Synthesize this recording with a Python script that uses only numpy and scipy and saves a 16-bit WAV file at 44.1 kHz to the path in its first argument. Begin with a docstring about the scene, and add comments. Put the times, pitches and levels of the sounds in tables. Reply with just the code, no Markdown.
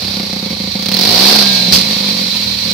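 """Beside a wall, a small single-cylinder four-stroke motorcycle idles lumpily, revs once and runs down.
Every firing thumps the silencer and the intake gulps after it; under throttle the pipe barks and rasps.
On the overrun it sings a falling note and unburnt fuel goes off in one sharp pop; at the end the
throttle is cracked open again. Chain and gears keep up a bright rattle, and the wall adds a short tail."""
import sys
import numpy as np
from scipy import signal
from scipy.fft import rfft, irfft, next_fast_len
from scipy.io import wavfile
from scipy.ndimage import map_coordinates

SR = 44100
rng = np.random.default_rng(int(sys.argv[2]) if len(sys.argv) > 2 else 0)


def to_wav(sig):
    """Store sig (one row per channel, or 1-D mono) as 16-bit WAV at the path in sys.argv[1].

    Samples outside -1..1 are clipped; the rate is SR.
    """
    pcm = np.clip(np.atleast_2d(sig), -1, 1) * 32767
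    pcm = np.round(pcm).astype(np.int16)
    wavfile.write(sys.argv[1], SR, pcm.T)  # frames by channels


N = 120393
T = np.arange(N) / SR

# engine speed: t/s, firing rate/Hz
FIRING_RATE = [(0, 33.67), (.15, 32.27), (.78, 26.07), (.87, 32.31), (1, 45.92), (1.1, 56.1), (1.2, 64),
               (1.32, 71.5), (1.42, 67.5), (1.69, 59.4), (2.02, 50), (2.3, 43), (2.63, 37.5), (2.73, 40)]
# silencer thump: t/s, level/dB, scatter between firings/dB (scales a random draw)
THUMP_LEVEL = [(0, -27, -4.5), (.2, -27, 3.5), (.7, -25.5, -10), (.79, -22.5, -2.5), (.95, -22.5, -2.95),
               (1.1, -19, -0.2), (1.27, -20.5, 0.3), (1.38, -36.5, 7.14), (1.69, -22, -4.56),
               (1.76, -20, 2.5), (1.9, -21.5, 0.5), (2.02, -22.5, 1.5), (2.15, -21, 1.15),
               (2.32, -25.5, 1.5), (2.61, -30, -2), (2.66, -26, 4)]


def amp(db):
    """Decibels to gain."""
    return 10 ** (np.asarray(db) / 20)


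def unit(x):
    """Scaled to rms 1."""
    return x / np.sqrt(np.mean(x ** 2) + 1e-20)


def along(points, hz):
    """Reads (f/Hz, value) points on a log frequency axis."""
    f, values = np.transpose(points)
    return np.interp(np.log(hz + 1), np.log(f + 1), values)


def curve(rows, at=T, column=1):
    """One column of a time table, joined by straight lines."""
    columns = np.transpose(rows)
    return np.interp(at, columns[0], columns[column])


def wobble(rate):
    """A smooth random curve, rate knots a second."""
    return map_coordinates(rng.standard_normal(int(N * rate / SR) + 4), [T * rate])


def filtered(x, response):
    """x through a complex frequency response."""
    size = 2 * next_fast_len(N // 2 + SR // 4)
    return irfft(rfft(x, size) * response(np.fft.rfftfreq(size, 1 / SR)), size)[..., :N]


def causal(colour, hz):
    """Minimum-phase response with the given spectrum."""
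    cepstrum = irfft(np.log(amp(along(colour, hz))))
    cepstrum[1:len(cepstrum) // 2] *= 2
    cepstrum[len(cepstrum) // 2 + 1:] = 0
    return np.exp(rfft(cepstrum))


def hiss(colour, gate=1):
    """Stereo noise of rms 1, gated and then coloured, widest in the treble."""
    # likeness of left and right: f/Hz, correlation
    likeness = [(60, 0.66), (200, 0.92), (500, 0.93), (1000, 0.34), (2500, 0.47), (5000, 0.12),
                (14000, 0.033)]

    def response(hz):
        width = np.arccos(np.clip(along(likeness, hz), -1, 1)) / 2
        return causal(colour, hz) * [np.cos(width), np.sin(width)]
    mid, side = filtered(gate * rng.standard_normal((2, N)), response)
    return unit(np.array([mid + side, mid - side]))


def pulses(times, sizes):
    """Single pulses at the given times."""
    return np.bincount(np.clip(times * SR, 0, N).astype(int), sizes, N + 1)[:N]


def engine_cycles(start=.45):
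    """Running count of engine cycles, one firing to each."""
    return start + np.cumsum(curve(FIRING_RATE)) / SR


def firings(slip_s_per_db=.0007):
    """Time and accent (dB) of every firing; uneven burning scatters both."""
    # firings that burn hard or miss: t/s, accent/dB
    lumps = [(.167, 5), (.2, 5.5), (.329, 4.5), (.361, 4), (.395, -3), (.429, 4), (.497, 5), (.566, -4.5),
             (.602, 4), (.638, 1.5), (1.33, 8), (1.94, -42), (1.98, -19), (2.31, -32), (2.46, 3)]
    cycles = engine_cycles()
    times = np.interp(np.arange(1, int(cycles[-1]) + 1), cycles, T)
    scatter_db = curve(THUMP_LEVEL, times, column=2)
    accents = scatter_db * rng.standard_normal(len(times))
    for at, db in lumps:
        accents[np.argmin(abs(times - at))] = db
    slip = slip_s_per_db * scatter_db * rng.standard_normal(len(times))
    return times + slip, accents


def blown(times, accents, levels, body, jitter_s=.00004):
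    """Gas pulses through a resonant body, their power following a level curve at any engine speed."""
    def response(hz):
        gain = body(hz)
        return gain / np.sqrt(np.mean(abs(gain) ** 2))
    sizes = amp(curve(levels, times) + accents) / np.sqrt(curve(FIRING_RATE, times) / SR)
    train = pulses(times + jitter_s * rng.standard_normal(len(times)), sizes)
    return filtered(-train, response)


def thump(times, accents, low_hz=83, soft_hz=1560, ring_up=9):
    """Each firing rings the silencer, whose resonances build ring_up times faster than they die."""
    # silencer resonances: f/Hz, width/Hz, level/dB
    modes = [(193.5, 21.5, 13), (202, 29, -8), (419, 47, -7), (515.7, 20.7, 2), (661, 32, -11.5),
             (892, 65, -14), (1158.4, 15.5, -7.5), (2203, 120, -10.5)]

    def silencer(hz):
        def peak(centre, width):
            return 1j * hz * width / (centre ** 2 - hz ** 2 + 1j * hz * width)
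        ring = sum(amp(db) * peak(f, width) * peak(f, ring_up * width) for f, width, db in modes)
        low_cut = (1j * hz / (low_hz + 1j * hz)) ** 2
        return ring * low_cut / (1 + 1j * hz / soft_hz)
    return blown(times, accents, THUMP_LEVEL, silencer)


def bark(times, accents):
    """Under load a harder pressure front makes the pipe bark in the midrange."""
    # bark of the loaded engine: t/s, level/dB
    levels = [(0, -43), (.75, -39.5), (.93, -39), (1.01, -27), (1.15, -25), (1.27, -23), (1.4, -31.5),
              (1.52, -52), (1.7, -33), (1.9, -38.5), (2.73, -70)]
    # its spectrum: f/Hz, level/dB
    colour = [(40, -46), (120, -58.5), (260, -3), (380, 4.5), (540, -5.5), (630, -6.5), (740, 6.5),
              (860, -8.5), (1000, -17), (2500, -24), (5000, -38)]
    return blown(times, accents / 2, levels, lambda hz: causal(colour, hz), jitter_s=.00005)


def intake(times, lag_s=.0122, scatter_db=3):
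    """The intake draws a soft low gulp after each exhaust stroke."""
    # dull gulps: t/s, level/dB
    levels = [(0, -31.5), (.35, -46), (.7, -36), (.85, -48), (1.1, -31.5), (1.4, -61), (1.7, -63),
              (1.85, -40), (2.25, -40), (2.4, -35.5)]
    # their spectrum: f/Hz, level/dB
    colour = [(25, -50), (50, -7), (75, 7.5), (110, 9), (150, 1), (300, -6), (1000, -53)]
    accents = scatter_db * rng.standard_normal(len(times))
    return blown(times + lag_s, accents, levels, lambda hz: causal(colour, hz))


def yard(x):
    """The wall and ground answer with a short scattered tail, thin in the bass."""
    # decay of the reflections: f/Hz, t60/s
    decay = [(100, 0.6), (600, 0.12), (4000, 0.48), (14000, 0.094)]
    tilt = [(100, -18.5), (200, -21), (500, -2), (1500, 3)]  # f/Hz, level/dB
    hz, t, noise = signal.stft(rng.standard_normal((2, SR // 3)), SR, nperseg=256)
    tail = signal.istft(noise * amp(-60 * t / along(decay, hz)[:, None]), SR, nperseg=256)[1]
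    wet = signal.fftconvolve(x[None], tail / np.linalg.norm(tail[0]), axes=1)[:, :N]
    return filtered(wet, lambda f: amp(along(tilt, f)))


def rasp(times, accents, puff_s=.0028, crack_s=.0022, echo_s=.0053, echo_gain=.6, steady_flow=.42):
    """Each firing gives a sharp crack and a longer puff of turbulent gas, both repeated by the pipe."""
    # gas rasping out: t/s, level/dB
    puff_level = [(0, -22.5), (.76, -31), (.9, -22), (1.1, -13.5), (1.28, -10.5), (1.42, -11), (1.65, -51),
                  (1.9, -22.5), (2.66, -32), (2.73, -31)]
    # its spectrum: f/Hz, level/dB
    puff_colour = [(80, -39.5), (300, 2.5), (800, 3), (1400, -4), (2000, -2), (2400, -1.5), (3300, -1),
                   (4500, 12), (5600, 3.5), (7000, -14.5), (10000, -12.5), (13000, -11), (16000, -26)]
    # exhaust valve cracking open under throttle: t/s, level/dB
    crack_level = [(.74, -46), (.825, -21), (.89, -17.5), (1, -15.5), (1.32, -20), (1.45, -45),
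                   (1.8, -41.5), (2.68, -44), (2.72, -17)]
    # its spectrum: f/Hz, level/dB
    crack_colour = [(100, -20), (500, -10), (1400, -7.5), (2400, -3.5), (4600, 12.5), (7000, -11),
                    (13000, -12.5), (16000, -4)]
    sizes = amp(accents / 2)
    train = pulses(times, sizes) + echo_gain * pulses(times + echo_s, sizes)

    def fading(decay_s):
        return signal.lfilter([1], [1, -np.exp(-1 / (decay_s * SR))], train)
    puffs = amp(curve(puff_level)) * hiss(puff_colour, fading(puff_s) + steady_flow)
    cracks = amp(curve(crack_level)) * hiss(crack_colour, fading(crack_s))
    return puffs + cracks


def machinery(grain_db=1.0, grain_hz=520, flutter_db=.76, flutter_hz=45.3, case_t60_s=.036, case_db=.5):
    """Chain and gears: dense uneven ticks ring the metal case, with a few thin tones."""
    # rattle of the moving parts: t/s, level/dB
    levels = [(0, -22), (.2, -22), (.35, -24), (.7, -21.5), (.9, -20.5), (1.08, -13), (1.25, -9),
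              (1.38, -13), (1.55, -10.5), (1.7, -13.5), (1.9, -15), (2.15, -16), (2.4, -16.5), (2.73, -17)]
    # spectrum of the ticks: f/Hz, level/dB
    colour = [(50, -23), (300, -34.5), (900, -18.5), (1400, -26.5), (1950, -20.5), (2300, -15.5),
              (2900, -14), (3500, -11.5), (4050, 1), (4500, -4.5), (5100, -8.5), (5800, -16.5), (6800, -26),
              (10500, -29.5), (12800, -32.5), (16000, -31)]
    # gear whine: f/Hz, level/dB against the rattle
    gear_tones = [(2279, -22), (4005, -31)]

    def tone(hz, drift_rad=.44):
        stereo_drift = drift_rad * np.array([wobble(31.75), wobble(30.5)])
        return np.sin(2 * np.pi * hz * T + stereo_drift + wobble(12))
    ticks = hiss(colour, amp(grain_db * wobble(grain_hz) + flutter_db * wobble(flutter_hz)))
    case = rng.standard_normal((2, N)) * amp(-60 * T / case_t60_s)
    case_ring = signal.fftconvolve(ticks, case / np.linalg.norm(case[0]), axes=1)[:, :N]
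    rattle = unit(ticks + amp(case_db) * case_ring)
    swell = np.exp(-((T - 1.47) / .13) ** 2 / 2)  # one part rings briefly as the engine slows
    coast_ring = amp(-29) * swell * tone(hz=1614)
    whine = sum(amp(db) * tone(hz) for hz, db in gear_tones)
    return amp(curve(levels)) * (rattle + whine) + coast_ring


def pops(crackle_db=3.5, crackle_hz=540):
    """Unburnt fuel goes off in the pipe: a sudden crackling gust that dies away."""
    # a tiny spit at idle, then the big pop: t/s, level/dB, rise/s, t60/s
    bursts = [(0.332, -16, 0.00097, 0.015), (1.7205, 1.5, 0.0051, 0.27)]
    # their spectrum: f/Hz, level/dB
    colour = [(30, -2), (80, 6), (300, 2), (800, -3), (1400, -4.5), (2300, 0), (3500, 6), (4800, 14.5),
              (5800, 6), (7200, -3.5), (10000, -7), (13500, -7), (16000, -21)]
    envelope = 0
    for at, db, rise, t60 in bursts:
        age = np.maximum(T - at, 0)
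        envelope += amp(db - 60 * age / t60) * (1 - np.exp(-age / rise))
    return envelope * hiss(colour, amp(crackle_db * wobble(crackle_hz)))


def overrun():
    """With the throttle shut the piston pumps evenly and the pipe sings a clean falling note."""
    # swell of the note: t/s, level/dB
    levels = [(1.15, -36.5), (1.25, -29), (1.33, -36), (1.35, -14.5), (1.5, -17), (1.7, -18), (1.75, -47)]
    # its harmonics: multiple of the firing rate, level/dB
    harmonics = [(2, -15), (3, 0), (4, -15), (6, -22), (7, -20), (8, -19), (9, -21), (10, -17), (11, -19),
                 (12, -16), (14, -23)]
    cycles = engine_cycles()
    note = sum(amp(db) * np.sin(2 * np.pi * (k * cycles + rng.random())) for k, db in harmonics)
    return amp(curve(levels)) * note


def scene():
    """The engine by the wall, each band leaning to the left or right."""
    # stereo lean: f/Hz, left minus right/dB
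    balance = [(60, -8.5), (110, 1.5), (200, 0.5), (380, -0.5), (700, -1), (1290, -4.5), (2380, -2.5),
               (4400, -9.5), (8120, 3), (15000, -10.5)]
    times, accents = firings()
    engine = thump(times, accents) + bark(times, accents) + intake(times)
    mix = engine + yard(engine) + overrun() + rasp(times, accents) + machinery() + pops()
    return filtered(mix, lambda hz: amp(along(balance, hz) * np.array([[.5], [-.5]])))


def record(dry):
    """Peaks are rounded off at full scale and the very top of the treble is cut."""
    rounded = dry / (1 + np.abs(dry) ** 6) ** (1 / 6)
    return filtered(rounded, lambda hz: hz < 15750)


dry = scene()
out = record(dry)
to_wav(out)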